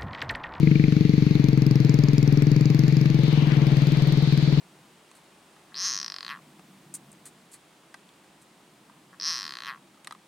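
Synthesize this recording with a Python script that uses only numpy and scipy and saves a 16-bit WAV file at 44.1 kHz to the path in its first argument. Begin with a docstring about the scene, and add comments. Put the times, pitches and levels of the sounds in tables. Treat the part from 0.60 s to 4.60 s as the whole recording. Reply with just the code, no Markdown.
"""A farm field, in stereo, with a small single-cylinder motor running beyond it, off to the left.
It throbs some twenty times a second, slowing a little. Each firing is a short exhaust bark, a puff of gas
and a swelling low boom, with a metallic clink and a sharp tick on top. Under it lie a steady outdoor
hiss and a faint rumble; late on, a soft rustle swells and passes."""
import sys
import numpy as np
from scipy import signal
from scipy.fft import rfft, irfft
from scipy.io import wavfile
from scipy.ndimage import uniform_filter1d

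SR = 44100
rng = np.random.default_rng(int(sys.argv[2]) if len(sys.argv) > 2 else 0)


def waveform_to_disk(signal):
    """Save audio, clipped to [-1, 1], as 16-bit WAV at the path in sys.argv[1]."""
    frames = np.transpose(np.atleast_2d(signal))
    scaled = np.clip(frames, -1, 1) * 32767
    samples = np.round(scaled).astype(np.int16)
    wavfile.write(sys.argv[1], SR, samples)


N = 176400
TICK_LEAD_S = .0012  # clink, tick and snap start this far ahead of each firing


def exhaust(fired, age):
    """Each firing barks in the exhaust and sets off a boom that swells and dies before the next."""
    # strength of the firings: t/s, bark level/dB, boom level/dB
    effort = [(0, 0.5, -5), (.2, -0.5, -7.5), (.4, .5, -12), (.65, 0.5, -9.5), (.95, -3, -5.5),
              (1.3, -1.5, -3.5), (1.7, -7, -3), (2.3, -4.5, -3), (2.7, -6, -4), (3.2, -7, -3),
              (4, -5.5, -4)]
    # body resonances of the exhaust, which stay put: f/Hz, decay/s, level/dB
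    body_modes = [(163.3, 0.0079, -8), (122.5, 0.029, -26)]
    # its overtones, which drift: f/Hz, decay/s, level/dB
    overtone_modes = [(250.7, 0.0053, -23.5), (312.6, 0.015, -17.5), (419.5, 0.0073, -21),
                      (459.4, 0.015, -29)]
    # drift of the overtones: t/s, pitch ratio, level/dB relative to the bark
    drift = [(0, 1.024, 0.5), (.65, 0.96, -1), (.95, 0.98, 2.5), (1.25, 1, -0.5), (1.55, 0.94, 4.5),
             (1.8, 0.95, 6.5), (2.3, 1.015, 1.5), (2.6, 1.02, 3), (3, 1.01, 2), (4, .98, -2)]
    # pitch of the boom: t/s, f/Hz
    boom_pitch = [(0, 146.8), (.5, 145.6), (1.05, 136.7), (1.5, 139), (2.3, 144.3), (3, 141.6), (4, 145.5)]
    bark_lead_s, boom_lead_s = .0021, .0027
    chance = dict(spread=.011, scatter_db=.68)

    def bark(modes, ratio, level_db):
        return sum(rings(fired - bark_lead_s, hz * ratio, level_db + db, np.exp(-age / decay), **chance)
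                   for hz, decay, db in modes)

    bark_db = curve(effort, fired)
    boom_db = curve(effort, fired, axis=2) - 9
    body = bark(body_modes, 1, bark_db)
    overtones = bark(overtone_modes, curve(drift, fired), bark_db + curve(drift, fired, axis=2))
    boom_envelope = swell(age, peak_s=.014, shape=2.23)
    boom = rings(fired - boom_lead_s, curve(boom_pitch, fired), boom_db, boom_envelope, **chance)
    pipe = cut(body - overtones + boom, hz=79, kind="high", order=4)
    muffled = cut(pipe, hz=475.7, kind="low", order=7)
    return from_left(muffled)


def puff(fired, t, lead_s=.0038):
    """Gas leaves the exhaust in a short, rough puff at each firing."""
    # noise bands of the gas: f/Hz, width/Hz, left level/dB, right level/dB
    bands = [(880, 2070, -38, -49), (2194, 760, -41, -43)]
    _, age = latest(fired - lead_s, t)
    return swell(age, peak_s=.0018, shape=.48) * hiss_bands(bands)


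def rattle(fired, age):
    """Metal parts clink and tick with every firing; no two ticks have the same colour."""
    # the metal parts: t/s, clink level/dB, tick level/dB, clink f/Hz, tick pitch ratio
    metal = [(0, -8, -12, 2050, .88), (.08, 1, -12, 2200, .88), (.22, 2, -11, 2250, .9),
             (.4, -8, -3, 2300, .9), (.75, -9, -4, 2250, .94), (1.02, -7, 1, 2100, 1),
             (1.2, -6, -1, 2080, 1.03), (1.55, -6, 0, 2030, 1.08), (2.25, -8, 0, 2000, 1.05),
             (2.6, -8, -4, 2000, 1), (3.3, -8, -4, 2000, 1), (4, -9, -7, 2000, 1)]
    # ringing of the tick: f/Hz, left level/dB, right level/dB
    tick_modes = [(1160, -46.5, -58), (3670, -51.5, -44.5), (4420, -36, -32), (4780, -38.5, -28.5),
                  (6010, -32, -43.5), (6600, -51, -63)]
    struck = fired - TICK_LEAD_S
    clink_hz, clink_db = curve(metal, fired, axis=3), curve(metal, fired) - 41.5
    clink_envelope = swell(age, peak_s=.002, shape=.93)
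    clinks = [rings(struck, clink_hz, clink_db, clink_envelope, spread=.056, scatter_db=3)
              for side in range(2)]
    out = pan(db=2.5) * np.array(clinks)
    scatter_db = 1.7
    tick_db = curve(metal, fired, axis=2) + scatter_db * rng.standard_normal(len(fired))
    tick_ratio = curve(metal, fired, axis=4)
    tick_envelope = swell(age, peak_s=.0005, shape=1)
    for hz, *sides in tick_modes:
        out += [rings(struck, hz * tick_ratio, tick_db + db, tick_envelope, .06, scatter_db)
                for db in sides]
    return out


def snap(fired, t, scatter_db=3.9):
    """A split-second spit of treble tops each tick."""
    # noise bands of the snap: f/Hz, width/Hz, left level/dB, right level/dB
    bands = [(11200, 9500, -48.5, -51.5), (13870, 1900, -47.5, -61.5)]
    # strength of the snap: t/s, level/dB
    level = [(0, -27), (.6, -4.5), (1.02, 6), (1.2, 0), (1.55, 0.5), (2.2, 3), (2.8, -4), (3.3, 4),
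             (3.65, 2), (4, -9)]
    last, age = latest(fired - TICK_LEAD_S, t)
    size = undb(curve(level, fired) + scatter_db * rng.standard_normal(len(fired)))
    return size[last] * swell(age, peak_s=.00059, shape=.5) * hiss_bands(bands)


def knocks(t):
    """Light, dry knocks and rough clinks, a little left of centre."""
    # one noise burst per knock: t/s, f/Hz, width/Hz, level/dB
    hits = [(.071, 2150, 550, -30), (.113, 2280, 550, -30), (.154, 2380, 550, -30), (.196, 2200, 550, -29),
            (.238, 2170, 550, -30), (1.821, 1950, 900, -31), (.322, 2000, 2500, -33),
            (2.458, 2100, 2000, -32)]
    bursts = sum(hiss(hz, width) * undb(db) * swell(np.maximum(t - start, 0), peak_s=.0017, shape=1)
                 for start, hz, width, db in hits)
    return bursts * pan(db=4)


def rustle(t, grain_db=1.3):
    """Soft, grainy swishes, as of leaves, swell and fade, mostly on the left."""
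    # swishes: middle t/s, half length/s, f/Hz, width/Hz, left level/dB, right level/dB
    swishes = [(2.698, 0.084, 3800, 1400, -39.5, -49), (2.8, 0.14, 2940, 1200, -37.5, -46.5),
               (2.923, 0.039, 1840, 1420, -34, -50), (2.8, 0.15, 930, 710, -42.5, -48.5),
               (3.017, 0.15, 684, 590, -39, -49), (3.188, 0.18, 2420, 2420, -45.5, -46.5),
               (3.575, 0.52, 3360, 1630, -40.5, -52), (3.848, 0.44, 4150, 1270, -47, -40),
               (3.898, 0.23, 1470, 2000, -49, -63)]
    out = np.zeros((2, N))
    for middle, half, hz, width, left, right in swishes:
        envelope = np.exp(-((t - middle) / half) ** 2 / 2)
        out += hiss(hz, width) * envelope * undb([[left], [right]]) * undb(grain_db * walk(rate=72))
    return out


def air(t, rumble_hz=149, split_hz=1520, gain_db=-4.5, rumble_db=5.5, flicker_db=.6):
    """Outdoor hiss over a faint, steady rumble, partly shared by both microphones."""
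    # spectrum of the open air: f/Hz, left level/dB, right level/dB
    spectrum = np.array([(25, -14, -16), (58, -33, -18.5), (284, -17.5, -28), (733, -34.5, -39.5),
                         (1410, -36.5, -47), (2260, -26.5, -36.5), (3100, -35.5, -39.5), (4410, -32.5, -32),
                         (5130, -44.5, -39), (6470, -42, -46.5), (7900, -57, -67), (11100, -58, -56.5),
                         (14500, -53.5, -64)], float)
    # hiss either side of split_hz: t/s, low level/dB, high level/dB
    level = [(0, 6.8, 0.49), (.5, 5, 4.1), (1, 9.7, 1.2), (1.7, 10, 1.8), (2.4, 8.4, 3.4), (3, 14.2, 1.3),
             (4, 11.9, 0.66)]
    hz = np.fft.rfftfreq(N, 1 / SR) + 1
    colour = undb([np.interp(np.log(hz), np.log(spectrum[:, 0]), side) for side in spectrum.T[1:]])
    shared = np.clip(.2 + 1 / (1 + (hz / 350) ** 2), 0, .95)  # the bass is nearly mono
    noise = rfft(rng.standard_normal(N)) * np.sqrt(shared)
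    noise = noise + rfft(rng.standard_normal((2, N))) * np.sqrt(1 - shared)
    deep, low = (1 / (1 + (hz / edge) ** 4) for edge in (rumble_hz, split_hz))
    parts = [(deep, rumble_db), (low - deep, curve(level, t)), (1 - low, curve(level, t, axis=2))]
    return sum(irfft(noise * colour * part, N) * undb(gain_db + db + flicker_db * walk(rate=8.886))
               for part, db in parts)


def from_left(x, lag_s=.00032):
    """The sound reaches the right microphone later and weaker."""
    late = np.interp(np.arange(N) - lag_s * SR, np.arange(N), x)
    return np.array([x, late]) * pan(db=6.7)


def rings(times, hz, db, envelope, spread, scatter_db):
    """One resonance rung at each time, with a little chance in pitch and strength."""
    chance, n = rng.standard_normal((len(times), 2)).T, len(envelope)
    out = np.zeros(N + 2 * n)
    for start, f, size in zip(times, hz * (1 + spread * chance[0]), undb(db + scatter_db * chance[1])):
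        i = int(start * SR) + n
        out[i:i + n] += size * envelope * np.sin(2 * np.pi * f * np.arange(n) / SR)
    return out[n:n + N]


def latest(starts, t):
    """Index of the latest start at each time t, and the seconds from it."""
    last = np.maximum(np.searchsorted(starts, t) - 1, 0)
    return last, abs(t - starts[last])


def swell(age, peak_s, shape):
    """An envelope that rises to 1 at peak_s and dies away."""
    return (age / peak_s * np.exp(1 - age / peak_s)) ** shape


def hiss(hz, width):
    """Stereo noise passed twice through one resonance, rms 1."""
    b, a = signal.iirpeak(min(hz, .45 * SR), hz / width, fs=SR)
    x = signal.lfilter(b, a, signal.lfilter(b, a, rng.standard_normal((2, N))))
    return x / x.std()


def hiss_bands(bands):
    """Several noise bands, each with its own left and right level."""
    return sum(hiss(hz, width) * undb([[left], [right]]) for hz, width, left, right in bands)


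def walk(rate):
    """Smooth chance with a spread of 1, drawn rate times a second."""
    k = int(SR / rate)
    steps = np.repeat(rng.standard_normal(N // k + 1), k)
    x = uniform_filter1d(uniform_filter1d(steps, k), k)[:N]
    return x / x.std()


def cut(x, hz, kind, order):
    """A low-pass or high-pass slope without delay."""
    return signal.sosfiltfilt(signal.butter(order, hz, kind, fs=SR, output="sos"), x)


def curve(table, t, axis=1):
    """One column of a table at the times t."""
    rows = np.array(table, float)
    return np.interp(t, rows[:, 0], rows[:, axis])


def pan(db):
    """Left and right gains, the left louder by db."""
    return undb(np.array([[db], [-db]]) / 2)


def undb(db):
    """Decibels to gain."""
    return 10 ** (np.asarray(db) / 20)


def scene():
    """The motor fires once a cycle, over the sounds of the field."""
    # firing rate of the motor: t/s, f/Hz
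    rate = [(0.0, 24.313), (0.2, 23.826), (0.6, 23.222), (0.95, 22.326), (1.2, 21.827), (1.47, 20.62),
            (1.56, 21.09), (1.75, 20.55), (2.05, 21.794), (2.3, 22.749), (2.55, 22.61), (2.72, 21.251),
            (3.05, 19.914), (3.3, 19.789), (3.8, 19.813), (4.0, 20.438)]
    t = np.arange(N) / SR
    age = t[:SR // 10]  # each firing rings for up to 0.1 s
    cycles = np.cumsum(curve(rate, t)) / SR
    fired = np.interp(np.arange(.792, cycles[-1]), cycles, t)
    fired = np.r_[fired[0] - 1 / rate[0][1], fired]  # already running
    motor = exhaust(fired, age) + puff(fired, t) + rattle(fired, age) + snap(fired, t)
    return motor + knocks(t) + air(t) + rustle(t)


def record(dry, top_hz=15500):
    """The recorder cuts the top."""
    return signal.sosfilt(signal.ellip(8, .2, 70, top_hz, fs=SR, output="sos"), dry)


dry = scene()
out = record(dry)
waveform_to_disk(out)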